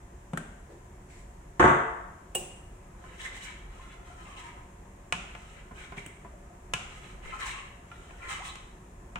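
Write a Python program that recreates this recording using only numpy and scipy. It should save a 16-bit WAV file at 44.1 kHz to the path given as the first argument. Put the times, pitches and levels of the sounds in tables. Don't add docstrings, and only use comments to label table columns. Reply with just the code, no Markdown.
import sys
import numpy as np
from scipy import signal
from scipy.fft import rfft, irfft
from scipy.io import wavfile
from scipy.ndimage import uniform_filter1d

SR = 44100
rng = np.random.default_rng(int(sys.argv[2]) if len(sys.argv) > 2 else 0)


def wrap_up_sound(samples):
    columns = np.atleast_2d(samples).T
    tamed = np.clip(columns, -1, 1)
    steps = np.round(tamed * 32767).astype(np.int16)
    wavfile.write(sys.argv[1], SR, steps)


N = 405279
TIME = np.arange(N) / SR
PORTS_APART_HZ = 567
STROKE_ATTACK_S = 0.0091

# flat wires ring the bottom, wires on their tips grate
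# start_s, length_s, scrape_db, bottom_db, grit_db, ring_hz
STROKES = [(2.965, 0.2, -60.5, -8, -9, 1250), (3.171, 0.087, -47, -9, -3.5, 1250),
           (3.224, 0.038, -43, -10, -10, 1250), (3.322, 0.054, -52, -8, -2.5, 1150),
           (3.4, 0.056, -48.5, -9, -2.5, 1050), (3.438, 0.069, -50.5, -5.5, -9.5, 985),
           (3.679, 0.26, -58.5, -1, -8.5, 1368), (4.033, 0.1, -62, 5.5, -5, 1371),
           (4.134, 0.2023, -57.5, 2.5, -7, 1260), (4.352, 0.0492, -51.5, 1.5, -5.5, 1020),
           (4.418, 0.0717, -52.5, 1.5, -11.5, 953.5), (5.201, 0.4, -59.5, -4, -9, 1250),
           (5.736, 0.11, -51.5, -3, -8.5, 1559), (5.959, 0.026, -47, -13, -9, 1143),
           (6.84, 0.283, -58, -3.5, -7, 1250), (7.215, 0.1, -49, -7, -12, 1336),
           (7.313, 0.046, -53, 11, -6, 1330), (7.377, 0.0645, -41, -1.5, -8, 1190),
           (7.429, 0.076, -41.5, -3.5, -6, 1002), (7.526, 0.066, -47.5, -3, -16, 1105),
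           (7.828, 0.38, -63, -3, -5, 1250), (8.195, 0.105, -47, -2, -15, 1412),
           (8.273, 0.0605, -41.5, 1.5, -6, 1265), (8.329, 0.04, -54, 8, -2, 1100),
           (8.421, 0.071, -50, 2, -2, 1101)]
# pitch_hz, level_db, t60_s
PAN_MODES = [(183, -5, .2), (720, -7, .1), (905, -7, .14), (1030, 0, .12), (1220, -4, .06), (1370, -2, .12),
             (1690, -1, .09), (1940, -4, .08), (2480, 4.5, .05), (2570, -1, .08), (2890, 1, .06)]
# pitch_hz, level_db, t60_s
HANDLE_MODES = [(360.3, -9, 0.34), (782, -0.5, 0.16), (1830, -10.5, 0.13), (2533, -7, 0.12),
                (2864, 8, 0.15), (7760, 4.5, 0.13), (8340, -4, 0.14), (9180, 1.5, 0.21), (10870, -5, 0.15)]


def scraping(scrape, bottom, grit, room):
    # pitch_hz, width_hz (per filter pass), level_db
    wire_ring = [(1730, 650, 2), (2042, 130, 2.5), (2280, 230, 0), (2700, 460, -1)]
    # pitch_hz, width_hz (per filter pass), level_db
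    tip_ring = [(2960, 150, -1.4), (3232, 170, -0.99), (3870, 780, -1.4)]
    # pitch_hz, width_hz (per filter pass), level_db
    bottom_ring = [(845, 140, -6.5), (1043, 19, 0), (1269, 66, 0)]
    # freq_hz, level_db
    grit_colour = [(2500, -73), (4500, -3.5), (5600, 3.5), (7200, 7), (8700, 6.5), (10000, -7.5),
                   (12000, -15), (15500, -12.5)]
    tip_db = 1
    contact_db, pan_sing_db = 1, -10.5

    jerks = slips(per_s=1700, size_db=2.8)
    wires = wavering(jerks, wire_ring, wander=0.02, flicker_db=3.0)
    wires = rms_one(butter(wires, [1400, 3300], "band"))
    tips = wavering(jerks, tip_ring, wander=0.022, flicker_db=0.5)
    tips = rms_one(butter(tips, [2400, 4300], "band"))

    pan = wavering(jerks, bottom_ring, wander=0.0095, flicker_db=2.5)
    pan = pan + from_db(contact_db) * contact_ring(jerks)
    pan = rms_one(butter(pan, [500, 1800], "band"))
    sing_modes = [(hz, np.log(1000) / (np.pi * t60), db)
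                  for hz, db, t60 in PAN_MODES if 500 < hz < 2600]
    pan = rms_one(pan + from_db(pan_sing_db) * resonate(jerks, sing_modes))

    hiss = rms_one(colour(slips(per_s=4400, size_db=-1.0), grit_colour))
    dry = scrape * wires + bottom * pan + grit * (hiss + from_db(tip_db) * tips)
    return dry + from_db(-3.5) * through(dry, room)


def stirring():
    stroke_t60_s, stroke_swell = 0.16, 0.3
    stir_start_s, stir_length_s, stir_t60_s = 2.5, 6.8, 0.87
    light_scrape_db, light_ring_db = -76.5, -70
    catches_per_s, catch_db = 32, 0.18

    circling = swell(stir_start_s, stir_length_s, STROKE_ATTACK_S, stir_t60_s)
    scrape = from_db(light_scrape_db) * circling
    bottom = from_db(light_ring_db) * circling
    grit = 0
    for start_s, length_s, scrape_db, bottom_db, grit_db, _ in STROKES:
        attack_s = STROKE_ATTACK_S + stroke_swell * length_s
        stroke = from_db(scrape_db) * swell(start_s, length_s, attack_s, stroke_t60_s)
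        scrape = np.maximum(scrape, stroke)
        bottom = np.maximum(bottom, from_db(bottom_db) * stroke)
        grit = np.maximum(grit, from_db(grit_db) * stroke)
    catching = from_db(catch_db * drift(catches_per_s))
    return scrape * catching, bottom * catching, grit * catching


def contact_ring(jerks):
    start_s, length_s, *_, ring_hz = np.transpose(STROKES)
    hz = np.interp(TIME, start_s + length_s / 2, ring_hz)
    mean_hz, width_hz = hz.mean(), 105
    return wavering(jerks, [(mean_hz, width_hz, 0)], wander=0.015, flicker_db=-0.5, pitch=hz / mean_hz)


def wavering(x, resonances, wander, flicker_db, pitch=1):
    out = 0
    for resonance in resonances:
        place = np.cumsum(pitch + wander * drift(14)) % N
        narrow = resonate(resonate(x, [resonance]), [resonance])
        ringing = np.array([np.interp(place, np.arange(N), side) for side in narrow])
        out = out + ringing * from_db(resonance[2] + flicker_db * drift(22))
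    return rms_one(out)


def slips(per_s, size_db):
    sizes = from_db(size_db * np.minimum(rng.exponential(1, N), 5))
    chance = per_s * from_db(3 * drift(45)) / SR
    return rms_one((rng.random(N) < chance) * sizes * diffuse(N))


def sauce(churn, room):
    # freq_hz, level_db
    churn_colour = [(40, 27.5), (100, -9), (175, -26), (280, -20), (380, 16), (520, 13.5), (750, -17),
                    (1200, 11)]
    slosh = colour(slips(per_s=900, size_db=8.5), churn_colour)
    slosh = from_db(-11) * churn * rms_one(butter(slosh, 1650, "low", order=4))
    wet = from_db(-11) * churn * bubbles(per_s=320, size_db=1.0, cycles=16)
    wet = wet + glides() + plops()
    return slosh + wet + from_db(-5) * through(wet, room)


def churning(scrape):
    churn_db, follows = -43.5, 0.77
    lead_s, smooth_s = 0.1, 0.24
    push = np.maximum(uniform_filter1d(scrape, round(smooth_s * SR)), 0)
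    return from_db(churn_db) * np.interp(TIME + lead_s, TIME, push / push.max()) ** follows


def bubbles(per_s, size_db, cycles, count=18):
    pops = slips(per_s, size_db)
    dealt = rng.integers(0, count, N)
    rings = 0
    for k, hz in enumerate(np.geomspace(420, 2200, count)):
        rings = rings + resonate(pops * (dealt == k) + 1e-18, [(hz, hz / cycles, 0)])
    return rms_one(butter(rings, 3200, "low"))


def glides():
    # start_s, length_s, from_hz, to_hz, level_db
    glide_rows = [(3.24, .05, 1780, 1950, -45), (3.425, .11, 2400, 2200, -48),
                  (7.31, .032, 2000, 2400, -47), (7.445, .05, 980, 740, -45),
                  (7.512, .035, 2450, 2800, -45), (8.39, .052, 560, 1100, -42),
                  (8.48, .04, 3700, 4100, -48)]
    out = np.zeros(N)
    unsteady = 1 + 0.04 * drift(450)
    flutter = from_db(2 * drift(250))
    for start_s, length_s, from_hz, to_hz, level_db in glide_rows:
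        span = slice(round(start_s * SR), round((start_s + length_s) * SR))
        age = (TIME[span] - start_s) / length_s
        hz = (from_hz + (to_hz - from_hz) * age) * unsteady[span]
        tone = np.sin(2 * np.pi * np.cumsum(hz) / SR)
        out[span] += from_db(level_db) * flutter[span] * np.sin(np.pi * age) * tone
    return out


def plops():
    # start_s, pitch_hz, level_db
    plop_rows = [(3.795, 1025, -43.5), (4.1, 700, -44), (6.25, 674, -45), (6.336, 606, -46),
                 (6.503, 693, -46), (7.914, 1355, -38.5)]
    attack_s, t60_s, rise_per_s = 0.0025, 0.083, 1.3
    t, out = TIME[:SR // 4], np.zeros(N + SR)
    envelope = np.minimum(t / attack_s, 1) * from_db(-60 * t / t60_s)
    for start_s, hz, level_db in plop_rows:
        note = np.sin(2 * np.pi * hz * t * (1 + rise_per_s * t / 2))
        out[round(start_s * SR):][:len(t)] += from_db(level_db) * envelope * note
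    return out[:N]


def pan_knocks(room):
    # start_s, level_db, treble_db, ring_db
    knock_rows = [(5.1245, -15, -1.5, -0.5), (5.351, -30.5, -13.5, 1), (5.971, -38, -11, -3),
                  (6.7365, -18, 2.5, -2), (7.916, -33, -22, -2), (8.108, -42, -10, 6),
                  (8.556, -33.5, -2, -8), (9.1575, -20.5, -21, 1.5)]
    # freq_hz, level_db
    knock_colour = [(59, -73.5), (100, -6.5), (188, 2.5), (257, -11), (620, -15), (718, -5), (962, -15.5),
                    (1020, -11.5), (1460, -6.5), (1660, -16.5), (2270, -7), (2920, -7), (4450, -25),
                    (7350, -16), (15000, -25.5)]
    knocks = from_db(16.5) * blows(
        knock_rows, knock_colour, PAN_MODES, crack_t60=0.023, scatter_db=2.5, ring_db=0.0,
        room_db=-2.5, pan_db=0.0, bright_hz=1250, detune=0.0092, room=room)
    return butter(knocks, 8500, "low", order=3)


def bottom_bumps(room):
    # start_s, level_db, treble_db
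    bump_rows = [(3.04, -42, 4), (4.57, -41.5, -2), (5.711, -35.5, -6), (5.922, -34.5, 4),
                 (5.975, -32.5, -14), (6.248, -34.5, -8)]
    # freq_hz, level_db
    bump_colour = [(50, -8), (170, 1), (280, -8.5), (700, -13.5), (1300, -10.5), (2200, -16.5), (5000, -42),
                   (15000, -57)]
    # pitch_hz, level_db, t60_s
    bump_modes = [(397, 7.5, 0.23), (722, 8.5, 0.1), (1025, 13, 0.16)]
    return from_db(17.5) * blows(
        bump_rows, bump_colour, bump_modes, crack_t60=0.15, scatter_db=11.0, ring_db=0.0,
        room_db=-3.5, pan_db=-2.5, bright_hz=880, detune=0.023, room=room)


def rim_tick(room):
    # start_s, level_db, treble_db
    tick_rows = [(6.063, -36, -2)]
    # freq_hz, level_db
    tick_colour = [(300, 4.5), (700, -18), (3000, -9.5), (4600, -35), (8300, -6.5), (12000, -33),
                   (15500, -22)]
    return from_db(20.5) * blows(
        tick_rows, tick_colour, HANDLE_MODES, crack_t60=0.022, scatter_db=0, ring_db=-16,
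        room_db=-2.5, pan_db=-1.0, bright_hz=3000, detune=0.063, room=room)


def whisk_clinks(room):
    # start_s, level_db, treble_db
    clink_rows = [(2.3485, -42, 10.5), (2.351, -22, 0), (2.3565, -20, -17)]
    # freq_hz, level_db
    clink_colour = [(71, -31), (120, -8.5), (204, -8), (276, -20), (360, -9.5), (649, -11.5), (748, -15),
                    (1620, -31.5), (2340, -24), (2870, -11), (3050, -19.5), (4480, -33), (8770, -10.5),
                    (12100, -29), (15500, -20)]
    return from_db(19.5) * blows(
        clink_rows, clink_colour, HANDLE_MODES, crack_t60=0.031, scatter_db=15.0, ring_db=1,
        room_db=-1.0, pan_db=-1.0, bright_hz=2530, detune=0.00024, room=room, ring_in_room=0.31)


def jar_landings(room):
    # start_s, level_db, treble_db
    jar_rows = [(1.5965, -16.5, 8.5), (1.602, -10.5, 1.5), (1.626, -9.5, -2), (1.6395, -10, -1.5),
                (1.6505, -11.5, 0), (1.678, -18, 6.5), (1.691, -19.5, 5)]
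    # freq_hz, level_db
    jar_colour = [(29, -34), (50, -6), (133, -6.5), (290, -11.5), (361, -5.5), (524, -13), (677, -11),
                  (810, -15), (895, -11), (1250, -9.5), (2060, -18.5), (2300, -27.5), (3620, -37.5),
                  (4300, -62), (5700, -50), (6450, -39), (7200, -43), (8160, -43), (13000, -71)]
    # pitch_hz, level_db
    worktop_modes = [(134.6, -36), (360.7, -30.5), (446.8, -39), (704, -38.5), (737.5, -39), (888.2, -36.5),
                     (910, -35.5), (942.1, -45), (1017, -46), (1125, -29), (1559, -38.5), (1615, -44),
                     (1739, -43.5), (1981, -49)]
    worktop_t60_s = 0.34
    modes = [(hz, db, worktop_t60_s) for hz, db in worktop_modes]
    jars = from_db(18) * blows(
        jar_rows, jar_colour, modes, crack_t60=0.1, scatter_db=23, ring_db=1.5,
        room_db=5.0, pan_db=-1.5, bright_hz=895, detune=0.003, room=room, ring_in_room=0.34)
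    return butter(jars, 10200, "low", order=4)


def lid_snaps(room):
    # start_s, level_db, treble_db, ring_db
    lid_rows = [(.3338, -18.5, -21, -10), (.3742, -27.5, 2, 5.5)]
    # freq_hz, level_db
    lid_colour = [(47, -66), (80, -17), (172, 0), (318, -11.5), (493, -20), (600, -15.5), (900, -21.5),
                  (1400, -16.5), (1950, -24), (3300, -27.5), (4700, -42.5), (8300, -25), (15000, -56)]
    # pitch_hz, level_db, t60_s
    lid_modes = [(173, -11, 0.051), (1330, 5, 0.032), (1570, 5, 0.09), (1910, 14.5, 0.016)]
    return from_db(19) * blows(
        lid_rows, lid_colour, lid_modes, crack_t60=0.035, scatter_db=4.5, ring_db=-5.5,
        room_db=-3.5, pan_db=1.5, bright_hz=600, detune=0.012, room=room)


def blows(rows, spectrum, modes, crack_t60, scatter_db, ring_db, room_db, pan_db, bright_hz, detune,
          room, ring_in_room=0.29):
    crack_rise_s = 0.00031
    t, out = TIME[:SR], np.zeros((2, N + SR))
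    pulse = unit_energy(colour((t == 0) * 1., spectrum))
    hz, mode_db, t60 = np.transpose(modes)[:, :, None]
    for start_s, level_db, treble_db, *extra_ring_db in rows:
        crack = diffuse(SR) * (1 - np.exp(-t / crack_rise_s)) * from_db(-60 * t / crack_t60)
        crack = unit_energy(colour(crack, spectrum))
        direct = unit_energy(pulse + from_db(scatter_db) * crack)

        pitch = hz * (1 + detune * rng.standard_normal(hz.shape))
        strength = from_db(mode_db + rng.normal(0, 1, hz.shape))
        phase_spread = np.minimum(hz.T / (2 * PORTS_APART_HZ), 1) ** 2
        phase = rng.uniform(-np.pi, np.pi, (2, len(hz))) * phase_spread
        partials = strength * np.exp((2j * np.pi * pitch - np.log(1000) / t60) * t)
        ring = unit_energy((np.exp(1j * phase) @ partials).imag)
        ring = from_db(ring_db + sum(extra_ring_db)) * ring

        echo = from_db(room_db) * unit_energy(through(pulse + ring_in_room * ring, room))
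        hit = (direct + ring) * from_db([[pan_db / 2], [-pan_db / 2]]) + echo
        dull = butter(hit, bright_hz, "low", order=1)
        shaded = dull + from_db(treble_db) * (hit - dull)
        first = round(start_s * SR)
        out[:, first:first + SR] += from_db(level_db) * shaded
    return out[:, :N]


def handling():
    # start_s, length_s, level_db
    slide_rows = [(.68, 0.047, -50.5)]
    # start_s, length_s, level_db
    brush_rows = [(1.08, 0.12, -58.5)]
    rub = diffuse(N)
    slide = rubs(slide_rows) * resonate(rub, [(352, 50, 1.5), (456, 240, -7.5)])
    brush = rubs(brush_rows) * resonate(rub, [(2110, 430, 8.3), (7740, 1200, 1.5)])
    return slide + brush


def rubs(rows):
    return sum(from_db(level_db) * swell(start_s, length_s, attack_s=0.028, t60=0.41)
               for start_s, length_s, level_db in rows)


def swell(start_s, length_s, attack_s, t60):
    attack = np.clip((TIME - start_s) / attack_s, 0, 1)
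    release_s = np.clip(TIME - start_s - length_s, 0, 2 * t60)
    return attack * np.exp(-np.log(1000) * release_s / t60)


def background():
    # freq_hz, level_db
    room_tone = [(13, -55), (23, -0.5), (45, 8.5), (76, -0.5), (163, -6), (290, -13), (400, -14),
                 (679, -22), (869, -19), (1420, -26), (1730, -24), (4630, -44), (7190, -31), (15500, -52.5)]
    # pitch_hz, width_hz, level_db
    hob_hum = [(184.3, 6.2, 2), (364, 15.8, -1.5), (568.5, 5.6, -2.5), (700, 25.5, -7), (933, 16, -9.5),
               (1020, 14, -9.5)]
    air = from_db(-49) * rms_one(colour(diffuse(N), room_tone))
    hum = from_db(-58.5) * resonate(diffuse(N), hob_hum)
    return air * from_db(0.09 * drift(6.8)) + hum


def kitchen():
    # freq_hz, t60_s
    kitchen_t60 = [(100, 0.33), (350, 0.63), (1000, 0.89), (2500, 0.73), (7500, 0.62), (14000, 0.22)]
    t, edges, out = TIME[:SR], np.geomspace(35, 18000, 10), 0
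    for low, high in zip(edges, edges[1:]):
        decay = from_db(-60 * t / at_hz(kitchen_t60, np.sqrt(low * high)))
        out = out + butter(diffuse(SR), [low, high], "band") * decay
    return unit_energy(out * (1 - np.exp(-t / 0.0005)))


def diffuse(size):
    mid, side = rng.standard_normal((2, size))
    side = butter(side, PORTS_APART_HZ, "high", order=4) + 0.026 * side
    return mid + side * np.array([[1], [-1]])


def drift(per_s):
    knots = rng.standard_normal(4096)
    return rms_one(np.interp(TIME * per_s, np.arange(len(knots)), knots))


def resonate(x, resonances):
    out = 0
    for k, (hz, width_hz, db) in enumerate(resonances):
        b, a = signal.iirpeak(hz, hz / width_hz, fs=SR)
        out = out + (-1) ** k * from_db(db) * signal.lfilter(b, a, x)
    return rms_one(out)


def colour(x, spectrum, size=8192):
    gain = from_db(at_hz(spectrum, np.fft.rfftfreq(size, 1 / SR)))
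    cepstrum = irfft(np.log(gain))
    cepstrum[1:size // 2] *= 2
    cepstrum[size // 2 + 1:] = 0
    return through(x, irfft(np.exp(rfft(cepstrum))))


def through(x, response):
    return signal.oaconvolve(np.atleast_2d(x), np.atleast_2d(response), axes=1)[:, :x.shape[-1]]


def butter(x, hz, kind, order=2):
    return signal.sosfilt(signal.butter(order, hz, kind, fs=SR, output="sos"), x)


def at_hz(points, hz):
    f, value = np.transpose(points)
    return np.interp(np.log(np.maximum(hz, 1)), np.log(f), value)


def unit_energy(x):
    return rms_one(x) / np.sqrt(x.shape[-1])


def rms_one(x):
    return x / np.sqrt(np.mean(x ** 2) + 1e-20)


def from_db(db):
    return 10 ** (np.asarray(db) / 20)


def scene():
    room = kitchen()
    scrape, bottom, grit = stirring()
    stir = scraping(scrape, bottom, grit, room) + sauce(churning(scrape), room)
    whisk = pan_knocks(room) + bottom_bumps(room) + rim_tick(room) + whisk_clinks(room)
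    spicing = jar_landings(room) + lid_snaps(room) + handling()
    return stir + whisk + spicing + background()


def record(dry):
    # freq_hz, level_db
    port_balance = [(200, -0.5), (550, 2.5), (2500, 0.6), (5500, 2), (8500, -2.5), (12500, -1)]
    cutoff_hz = 15800
    left = colour(dry[0], [(hz, db / 2) for hz, db in port_balance])
    right = colour(dry[1], [(hz, -db / 2) for hz, db in port_balance])
    steep = signal.ellip(10, 0.1, 80, cutoff_hz, fs=SR, output="sos")
    return signal.sosfilt(steep, np.vstack([left, right]))


dry = scene()
out = record(dry)
wrap_up_sound(out)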